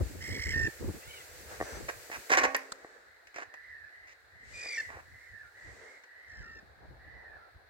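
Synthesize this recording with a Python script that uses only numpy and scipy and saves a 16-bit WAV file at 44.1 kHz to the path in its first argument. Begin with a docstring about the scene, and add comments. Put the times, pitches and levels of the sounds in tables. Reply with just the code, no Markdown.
"""Gulls over a river, heard from a road bridge. First, gusts buffet the microphone over a bright hiss while
a nearby gull cries: fast pulses of its voice make a rasp, then a trill. A nasal mew follows. The hand
holding the microphone bumps and rustles, and a bicycle squeaks, scrapes and knocks against the steel
guard rail, which rings. The hiss drops away, the colony answers from the reeds and two more gulls cry
nearer by. At the end a far murmur swells. The water runs softly throughout."""
import sys
import numpy as np
from scipy import signal
from scipy.fft import rfft, irfft, next_fast_len
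from scipy.io import wavfile
from scipy.ndimage import uniform_filter1d, map_coordinates

SR = 44100
rng = np.random.default_rng(int(sys.argv[2]) if len(sys.argv) > 2 else 0)


def to_wav(sig):
    """Store sig (one row per channel, or 1-D mono) as 16-bit WAV at the path in sys.argv[1].

    Samples outside -1..1 are clipped; the rate is SR.
    """
    pcm = np.clip(np.atleast_2d(sig), -1, 1) * 32767
    pcm = np.round(pcm).astype(np.int16)
    wavfile.write(sys.argv[1], SR, pcm.T)  # frames by channels


N = 339129
TIME = np.arange(N) / SR

# Nearer gulls: start_s, rasp_s, trill_s, top_hz, fall_share, trill_hz, level_db, hoarse_share,
# pulses_per_s, overtone_db, pan_db, lag_ms. A share runs from 0 to 1; a pan above 0 is to the left.
NEAR_CRIES = [(0.198, .338, .143, 1090, .02, 922, -36, .95, 56, -3.5, -4, -0.11),
              (4.53, .243, .041, 1232, .065, 905, -38.5, .25, 53, 1.5, 0, 0.044),
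              (6.26, .17, .17, 1060, .03, 920, -56, .8, 55, -1, 0, .1)]
def near_gulls(attack_s=.02, swell_db=8.5, break_s=.007, trill_db=5, trill_rasp=.22):
    """Each cry starts as a high, swelling rasp and breaks into a lower, louder trill that droops."""
    out = np.zeros((2, N))
    for (start, rasp_s, trill_s, top_hz, fall, trill_hz, level_db, hoarse,
         pulses_per_s, overtone_db, pan_db, lag_ms) in NEAR_CRIES:
        on = (TIME > start) & (TIME < start + rasp_s + trill_s)
        t = TIME[on] - start
        along_rasp = np.minimum(t / rasp_s, 1)
        along_trill = np.maximum(t - rasp_s, 0) / trill_s
        in_trill = np.clip((t - rasp_s) / break_s + .5, 0, 1)
        rasp_pitch = top_hz * arch(along_rasp, rise=.08 * hoarse, fall=fall)
        trill_pitch = trill_hz * arch(along_trill, rise=.2 * trill_s, fall=.0417)
        pitch = (1 - in_trill) * rasp_pitch + in_trill * trill_pitch
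        rasp = (1 - in_trill) * (hoarse + (1 - hoarse) * along_rasp) + in_trill * trill_rasp
        effort = from_db(level_db - swell_db * (1 - along_rasp) + trill_db * in_trill)
        fade_in = np.minimum(t / attack_s, 1)
        voice = cry(pitch, rasp, np.full(len(t), pulses_per_s), hoarse, overtone_db)
        out[:, on] += place(fade_in * effort * voice, pan_db, lag_ms)
    return out


def arch(along, rise, fall, crest=.33):
    """The pitch of a note as a share of its top: it climbs to a crest and falls away."""
    before = np.maximum(1 - along / crest, 0)
    after = np.maximum(along - crest, 0) / (1 - crest)
    return 1 - rise * before ** 2 - fall * after ** 2


def cry(pitch, rasp, pulses_per_s, hoarse, overtone_db, low_ratio=.92, low_db=-4):
    """A gull's voice box has two sides; in a hoarse rasp one sounds lower and beats against the other."""
    rough = hoarse * rasp
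    high = voice_box(pitch, rasp, pulses_per_s, rough, overtone_db)
    uneven_rate = pulses_per_s * (1 + .094 * drift(20, len(pitch)))
    low = voice_box(pitch * low_ratio, rasp, uneven_rate, rough, overtone_db)
    share = from_db(low_db) * rough
    return (high + share * low) / np.sqrt(1 + share ** 2)


# How a gull's throat boosts or softens each frequency: frequency_hz, level_db
GULL_THROAT = [(1350, 0), (1600, -1), (1830, 7), (2100, 1), (2450, -4), (2750, -14), (3150, -17),
               (3700, -24), (4200, -20), (4700, -11), (5600, -10), (6600, -26), (7600, -18), (9500, -34)]
def voice_box(pitch, rasp, pulses_per_s, hoarse, overtone_db, sag=.21, jitter=.01496, harsh_db=9):
    """One side of the voice: fast pulses jump up to pitch, hold it and drop; rasp deepens the drop."""
    size = len(pitch)
    pulses_left = np.cumsum(pulses_per_s[::-1])[::-1] / SR
    height = np.abs(np.sin(np.pi * pulses_left))
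    unsteady = jitter * hoarse * (drift(900, size) + drift(89.7, size))
    hz = pitch * (1 - sag * rasp * (1 - height) ** 2) * (1 + unsteady)
    phase = 2 * np.pi * np.cumsum(hz) / SR
    voice, power = 0, 0
    for k in range(2, 9):
        gain = from_db(at_hz(GULL_THROAT, k * hz))
        if k > 2:  # upper overtones sound at the height of a pulse, louder in a hoarse voice
            gain = gain * height * from_db(overtone_db + harsh_db * hoarse + 3.2 * drift(49.6, size))
        voice += gain * np.sin(k * phase)
        power += gain ** 2 / 2
    shimmer = from_db(3.5 * hoarse * drift(400, size))
    pulses = (.35 * rasp + np.tanh(2 * height)) * shimmer  # a rasp keeps sounding between pulses
    average_level = np.sqrt(uniform_filter1d(power * pulses ** 2, size=SR // 25))
    return voice * pulses / average_level


def mew(start_s=1.01, length_s=.22, top_hz=767, level_db=-51.5, bend=.18, hoarse=.024, beak_hz=2300):
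    """One hoarse, nasal call with an open beak: a few overtones rise and fall together."""
    lift = np.sin(np.pi * np.clip((TIME - start_s) / length_s, 0, 1) ** 1.2)
    pitch = top_hz * (1 - bend * (1 - lift)) * (1 + hoarse * drift(400))
    phase = 2 * np.pi * np.cumsum(pitch) / SR
    voice = 0
    for k in range(2, 6):
        octaves_away = abs(np.log2(k * top_hz / beak_hz))
        voice += from_db(4 * drift(90) - 6 * octaves_away) * np.sin(k * phase)
    return place(from_db(level_db) * np.abs(lift) ** .5 * rms_one(voice), pan_db=-2.5, lag_ms=.43)


# A full distant cry (rasp, sinking trill, low last note): time_s, pitch_ratio, level_db, rasp_share
DISTANT_CRY_SHAPE = [(0, .93, -2.5, 1), (.2, 1.02, -3.5, 0.99), (.27, .9, 1, .6), (.37, .83, 1.5, 0.32),
                     (.39, .7, -3.5, .3), (.47, .64, -1.5, 0.29)]
# Gulls in the reeds: start_s, length_s, top_hz, level_db, pan_db
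DISTANT_CRIES = [(2.6, .47, 1022, -63.5, -4), (3.05, 0.14, 1030, -61, -1), (3.489, 0.4, 1023, -52, -4),
                 (3.878, 0.26, 1054, -55, 0), (4.299, 0.33, 1054, -55.5, 0),
                 (4.593, .29, 1079, -45.5, -1.5), (5.051, 0.43, 1045, -53.5, -4),
                 (5.542, .2, 1045, -52.5, -3), (5.757, .23, 1078, -54.5, -4.5),
                 (6.041, 0.48, 1023, -54, -2), (6.989, 0.47, 1025, -55, -3.5)]
def distant_gulls(waver=.012, flutter_db=2.2, air_hz=3000):
    """Distant cries follow one shape, short ones breaking off early; the air dulls and shakes them."""
    out = np.zeros((2, N))
    for start, length, top_hz, level_db, pan_db in DISTANT_CRIES:
        on = (TIME > start) & (TIME < start + length)
        t, size = TIME[on] - start, on.sum()
        pitch_ratio, effort_db, rasp = in_time(DISTANT_CRY_SHAPE, t)
        pitch = top_hz * pitch_ratio * (1 + waver * drift(29.88, size))
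        voice = cry(pitch, rasp, pulses_per_s=55 + 2 * drift(10, size), hoarse=1, overtone_db=-15)
        level = from_db(level_db + effort_db + flutter_db * drift(59, size))
        fade = np.sin(np.pi * t / length) ** .29
        out[:, on] += place(level * fade * voice, pan_db, lag_ms=.45 + .2 * rng.uniform(-1.08, 1))
    return butter(out, air_hz, "low")


# The bicycle rubs on the rail: start_s, length_s, level_db, treble_db
BICYCLE_SCRAPES = [(1.884, 0.017, -31, -2.5), (2.114, 0.056, -41.5, 3), (2.295, 0.022, -29, 0.5),
                   (2.317, 0.037, -24.5, 4), (2.37, 0.028, -25, 4), (2.407, 0.016, -28.5, -5.5),
                   (2.431, 0.027, -21.5, -1.5), (2.544, 0.021, -32, -11), (3.341, 0.095, -51, 2),
                   (4.071, 0.061, -67, 13.5), (4.887, 0.12, -46.5, -10)]
# It knocks sharply: start_s, level_db, treble_db
BICYCLE_KNOCKS = [(2.547, -29, 10), (3.271, -62, 19.5), (3.361, -37.5, 1), (3.383, -35, -4),
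                  (3.421, -36, -8.5), (3.54, -38.5, -5), (6.037, -49, 2.5)]
# The tone that both share: frequency_hz, level_db
BICYCLE_TONE = [(180, -26.5), (270, -10.5), (770, -2.5), (920, -4), (1130, -3), (1300, -5), (1730, 3.5),
                (2650, -7.5), (3300, -21.5), (6300, -16), (8200, -27), (9300, -37), (15000, -40)]
def scrapes_and_knocks(grip_s=.0022, grit_db=3.5, split_hz=1800):
    """Gritty strokes and short dry knocks sound through one body, each with its own brightness."""
    force, treble_force = 0, 0
    for start, length, level_db, treble_db in BICYCLE_SCRAPES:
        grip = np.clip((TIME - start) / grip_s, 0, 1)
        stroke = from_db(level_db) * grip * dying(start + length, fade_s=.023)
        force += stroke
        treble_force += stroke * from_db(treble_db)
    for start, level_db, treble_db in BICYCLE_KNOCKS:
        blow = from_db(level_db) * struck(start, fade_s=.048)
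        force += blow
        treble_force += blow * from_db(treble_db)
    slips = rms_one(rng.standard_normal(N) * from_db(grit_db * drift(900)))
    friction = place(slips, pan_db=-3.5, lag_ms=.2515) + .5 * rng.standard_normal((2, N))
    grain = rms_one(colour(friction, BICYCLE_TONE))
    body = butter(grain * force, split_hz, "low", order=3)
    edge = butter(grain * treble_force, split_hz, "high", order=3)
    return body + edge


def snap(start_s=2.566, level_db=-23.5, band_hz=(8500, 14000)):
    """One thin metallic snap: a very short burst of high noise."""
    burst = rng.standard_normal((2, N)) * struck(start_s, fade_s=.0095)
    return from_db(level_db) * butter(burst, band_hz, "band")


# The notes of the steel rail: pitch_hz, level_db
RAIL_NOTES = [(270, -7), (515, -2), (585, -4), (645, -2.5), (773, 4), (828, -4), (1099, 5), (1118, 4.5),
              (1153, -1), (1475, -2), (1587, -13), (1815, 3), (2190, 4)]
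def rail(bicycle, ring_db=-47):
    """The steel rings on after the bicycle's hardest scrapes, the low notes longest."""
    touch = bicycle * swell(start_s=2.29, length_s=.25, edge_s=.0031)
    notes = sum(from_db(level_db) * rms_one(ring(touch, hz, fade_s=.35 * np.sqrt(1000 / hz)))
                for hz, level_db in RAIL_NOTES)
    return from_db(ring_db) * rms_one(notes)


# The bicycle squeaks: start_s, length_s, pitch_hz, level_db
BICYCLE_SQUEAKS = [(1.62, 0.16, 6020, -56.5), (2.552, 0.018, 1830, -30.5), (3.541, 0.013, 1885, -49.5)]
def squeaks(waver=.0185):
    """Parts of the bicycle stick and slip, each time on one thin, unsteady note."""
    wobble = 1 + waver * drift(300)
    notes = 0
    for start, length, hz, level_db in BICYCLE_SQUEAKS:
        phase = 2 * np.pi * np.cumsum(hz * wobble) / SR
        notes += from_db(level_db) * swell(start, length, edge_s=.0056) * np.sin(phase)
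    return place(notes, pan_db=-1.7, lag_ms=0)


# Light metal clicks: start_s, level_db
METAL_TICKS = [(2.7205, -43.5), (2.7238, -48)]
# Their dry ring: pitch_hz, fade_s
TICK_NOTES = [(1300, .006), (4350, .005), (7500, .003)]
def ticks():
    """Small metal parts click together, bright and dry."""
    touch = sum(from_db(level_db) * struck(start, fade_s=.013) for start, level_db in METAL_TICKS)
    return sum(ring(touch * rng.standard_normal((2, N)), hz, fade_s) for hz, fade_s in TICK_NOTES)


# The strongest gusts: start_s, length_s, level_db
WIND_GUSTS = [(0, 0.021, -30), (0.04, 0.2, -44), (0.264, 0.14, -39.5), (0.451, 0.11, -45),
              (0.565, .12, -37.5), (0.8, 0.11, -36), (0.942, 0.029, -38), (1.721, 0.16, -50),
              (2.167, 0.024, -45), (4.401, 0.21, -58.5), (5.049, 0.094, -59), (5.642, 0.17, -56)]
# The light wind between them: time_s, level_db
WIND_LEVEL = [(1, -58.5), (2.2, -54.5), (2.8, -78), (5, -63), (6, -78.5), (6.3, -59.5), (7.05, -56.5),
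              (7.69, -70.5)]
# The wind's deep rumble and its higher flapping: frequency_hz, level_db
RUMBLE_TONE = [(25, -20), (55, 0.5), (95, -1.5), (160, -17), (300, -25)]
BUFFET_TONE = [(110, -0.5), (380, 1.5), (650, -14), (1100, -21.5)]
def wind(swirls_per_s=12, swirl_db=5, buffet_db=-3, lump_db=6, hard_gust_db=-36):
    """Swirling air rumbles on the microphone; the harder the gust, the more it flaps higher up."""
    light_db, = in_time(WIND_LEVEL)
    gust = from_db(light_db + swirl_db * np.minimum(drift(swirls_per_s), 1.5))
    for start, length, level_db in WIND_GUSTS:
        gust += from_db(level_db) * swell(start, length, edge_s=.022)
    lumps = rms_one(from_db(lump_db * np.array([drift(110), drift(110)])))
    reach = from_db(buffet_db) * (gust / from_db(hard_gust_db)) ** .57
    rumble = stereo_noise(RUMBLE_TONE, flicker_db=5)
    buffet = reach * lumps * stereo_noise(BUFFET_TONE, flicker_db=.5)
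    return gust * (rumble + buffet)


# Dull bumps that ring the microphone's case, mostly fingers; the one at 4.658 s is the bicycle knocking:
# start_s, level_db
CASE_BUMPS = [(1.602, -29.5), (1.6113, -23), (1.6245, -29), (2.099, -37.5), (2.846, -38.5), (4.658, -42.5),
              (4.97, -43)]
# The notes of the case: pitch_hz, level_db
CASE_NOTES = [(320, -3.5), (480, -0.5), (720, 0), (1150, -6.5), (1850, -4)]
def thumps(fade_s=.024):
    """Each bump rings the case so briefly that it makes a dull thump."""
    taps = np.zeros(N)
    for start, level_db in CASE_BUMPS:
        taps[round(start * SR)] = from_db(level_db)
    notes = sum((-1) ** k * from_db(level_db) * ring(taps, hz, fade_s)
                for k, (hz, level_db) in enumerate(CASE_NOTES))
    return place(notes, pan_db=0, lag_ms=.15)


# Sleeves and hand swish as the holder turns: peak_s, half_length_s, level_db, treble_db
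HAND_SWISHES = [(1.524, 0.063, -48, -7.5), (1.713, 0.16, -45.5, -7.5), (2.672, 0.43, -54, -11),
                (4.689, 0.24, -58, 5.5), (5.787, 0.26, -57, -6)]
# A low rustle and a bright hiss: frequency_hz, level_db
RUSTLE_TONE = [(150, -22), (480, 2), (1100, -9.5), (1700, -2.5), (2600, -23)]
HISS_TONE = [(2000, 7.5), (3200, -2.5), (4400, 2.5), (5400, 0.5), (7900, 2), (9500, -12)]
def swishes():
    """Cloth and skin slide: a low rustle and a hiss swell and fade together."""
    rustle, hiss = 0, 0
    for peak_s, half_length_s, level_db, treble_db in HAND_SWISHES:
        move = from_db(level_db) * np.exp(-2 * np.abs((TIME - peak_s) / half_length_s) ** 2.64)
        rustle += move
        hiss += move * from_db(treble_db)
    return rustle * stereo_noise(RUSTLE_TONE, flicker_db=2) + hiss * stereo_noise(HISS_TONE)


# The colony far off: frequency_hz, level_db
COLONY_TONE = [(900, -24.5), (1300, -11), (1650, -2.5), (2050, -10), (2500, -22), (3100, -27.5),
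               (4100, -16.5), (5300, -29)]
def colony(level_db=-62):
    """Many far gulls blur into one steady wash of noise."""
    return from_db(level_db) * stereo_noise(COLONY_TONE)


# How loud the far murmur is: time_s, level_db
MURMUR_LEVEL = [(5.8, -70), (6.3, -68), (7.2, -60.5), (7.69, -64)]
# Its dull tone: frequency_hz, level_db
MURMUR_TONE = [(300, -16.5), (720, -5), (1100, -15)]
def murmur():
    """A far murmur, like traffic, swells at the end."""
    level_db, = in_time(MURMUR_LEVEL)
    return from_db(level_db) * stereo_noise(MURMUR_TONE, flicker_db=2)


# How the opening hiss rises and falls: time_s, level_db
HISS_LEVEL = [(0.0, -63.5), (2.27, -62), (2.89, -86), (4.45, -90), (4.8, -74), (5.03, -80.5), (7.69, -102)]
# A thin, very high hiss: frequency_hz, level_db
THIN_HISS_TONE = [(7500, -2), (16000, -3)]
def opening_hiss(rush_db=6, bright_db=8, thin_db=5.5, bright_follow=.89):
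    """A broad, bright hiss with a faint low rush, dropping away after about two seconds."""
    level_db, = in_time(HISS_LEVEL)
    gentler_db = level_db.max() + bright_follow * (level_db - level_db.max())
    rush = from_db(level_db + rush_db) * stereo_noise(RUSTLE_TONE, flicker_db=0)
    bright = from_db(gentler_db + bright_db) * stereo_noise(HISS_TONE)
    thin = from_db(level_db + thin_db) * stereo_noise(THIN_HISS_TONE)
    return rush + bright + thin


def river(level_db=-75):
    """The water runs softly under the bridge."""
    return from_db(level_db) * stereo_noise(RUSTLE_TONE)


def microphone_hiss(level_db=-82):
    """The microphone's own thin, steady, very high background hiss."""
    return from_db(level_db) * stereo_noise(THIN_HISS_TONE)


def riverbanks(x, fade_s=.35, dull_hz=5670):
    """Scattered echoes from water, bushes and railings, different on the left and right."""
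    t = TIME[:SR]
    echoes = rng.standard_normal((2, SR)) * (rng.random((2, SR)) < .03)
    echoes *= from_db(-60 * t / fade_s) * (t > .004)
    echoes /= np.sqrt(np.sum(echoes ** 2, axis=1, keepdims=True))
    return butter(signal.fftconvolve(x, echoes, axes=1)[:, :N], dull_hz, "low", order=1)


# How alike left and right are (1 is the same, 0 is unrelated): frequency_hz, likeness
STEREO_LIKENESS = [(100, 0.27), (250, 0.056), (450, 0.82), (700, -0.12), (2200, 0.12), (4400, -0.074)]
def stereo_noise(tone, flicker_db=.7):
    """Noise of the given tone, partly alike on both sides, with a flickering level; average power 1."""
    size = next_fast_len(N)
    mid, side = rfft(rng.standard_normal((2, size)))
    alike = np.clip(at_hz(STEREO_LIKENESS, np.arange(len(mid)) * SR / size), -1, 1)
    pair = irfft(np.sqrt(1 + alike) * mid + np.sqrt(1 - alike) * side * [[1], [-1]], size)[:, :N]
    return rms_one(colour(pair, tone) * from_db(flicker_db * drift(25)))


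def colour(x, tone):
    """Filter a sound to the given tone, falling steeply beyond the table's ends."""
    size = 2 * next_fast_len(N // 2 + SR // 8)
    hz = np.arange(size // 2 + 1) * SR / size + 1e-3
    octaves_outside = np.abs(np.log2(hz / np.clip(hz, tone[0][0], tone[-1][0])))
    gain = from_db(at_hz(tone, hz) - np.minimum(24 * octaves_outside, 60))
    cepstrum = irfft(np.log(gain))[:size // 2]  # minimum phase: nothing rings before its cause
    cepstrum[1:] *= 2
    return irfft(rfft(x, size) * np.exp(rfft(cepstrum, size)))[..., :N]


def place(x, pan_db, lag_ms):
    """Give a sound a direction: the left side is pan_db louder and lag_ms later."""
    left = map_coordinates(x, [np.arange(len(x)) - lag_ms * SR / 1000], order=3)
    return np.array([left * from_db(pan_db / 2), x * from_db(-pan_db / 2)])


def ring(clicks, hz, fade_s):
    """Each click starts a pure note that drops 60 dB in fade_s."""
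    decay, turn = from_db(-60 / (fade_s * SR)), 2 * np.pi * hz / SR
    return signal.lfilter([0, np.sin(turn)], [1, -2 * decay * np.cos(turn), decay ** 2], clicks + 1e-18)


def swell(start_s, length_s, edge_s):
    """A level that slopes up, holds at 1 and slopes down."""
    end_s = start_s + max(length_s, edge_s)
    corners = [start_s - edge_s / 2, start_s + edge_s / 2, end_s - edge_s / 2 + 1e-6, end_s + edge_s]
    return np.interp(TIME, corners, [0, 1, 1, 0])


def dying(start_s, fade_s):
    """A level of 1 until the start, then dropping 60 dB in fade_s."""
    return from_db(-60 * np.clip((TIME - start_s) / fade_s, 0, 2))


def struck(start_s, fade_s):
    """Silence, then a jump to 1 that dies away."""
    return (TIME >= start_s) * dying(start_s, fade_s)


def drift(rate, size=N):
    """A random wander, about 1 up or down, that turns about rate times a second."""
    steps = np.arange(size)
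    return np.interp(steps * rate / SR, steps, rng.standard_normal(size)) * np.sqrt(3 / 2)


def butter(x, hz, kind, order=2):
    """Keep the lows, the highs or a band of a sound."""
    return signal.sosfilt(signal.butter(order, hz, kind, fs=SR, output="sos"), x + 1e-18)


def in_time(rows, t=TIME):
    """Read each column of a table at the times t."""
    times, *columns = np.transpose(rows)
    return [np.interp(t, times, column) for column in columns]


def at_hz(rows, hz):
    """Read a table at the frequencies hz, with octaves evenly spaced."""
    frequencies, values = np.transpose(rows)
    return np.interp(np.log(hz + 1e-9), np.log(frequencies), values)


def from_db(db):
    """Turn decibels into a factor to multiply by."""
    return 10 ** (np.asarray(db) / 20)


def rms_one(x):
    """Scale to an average power of 1."""
    return x / np.sqrt(np.mean(x ** 2) + 1e-20)


def scene():
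    """Gulls and the bicycle echo off the banks, over the background, the hand and the wind."""
    near = near_gulls() + mew()
    far = distant_gulls()
    bicycle = scrapes_and_knocks() + snap() + squeaks()
    echoes = riverbanks(from_db(-12.5) * near + far + from_db(-9.5) * bicycle)
    clatter = bicycle + rail(bicycle) + ticks() + thumps()
    background = colony() + murmur() + opening_hiss() + river() + microphone_hiss()
    return near + far + clatter + echoes + background + swishes() + wind()


def record(dry, low_hz=30, top_hz=15900):
    """The deepest rumble and the highest treble are cut."""
    treble_cut = signal.ellip(10, .1, 70, top_hz, fs=SR, output="sos")
    return signal.sosfilt(treble_cut, butter(dry, low_hz, "high"))


dry = scene()
out = record(dry)
to_wav(out)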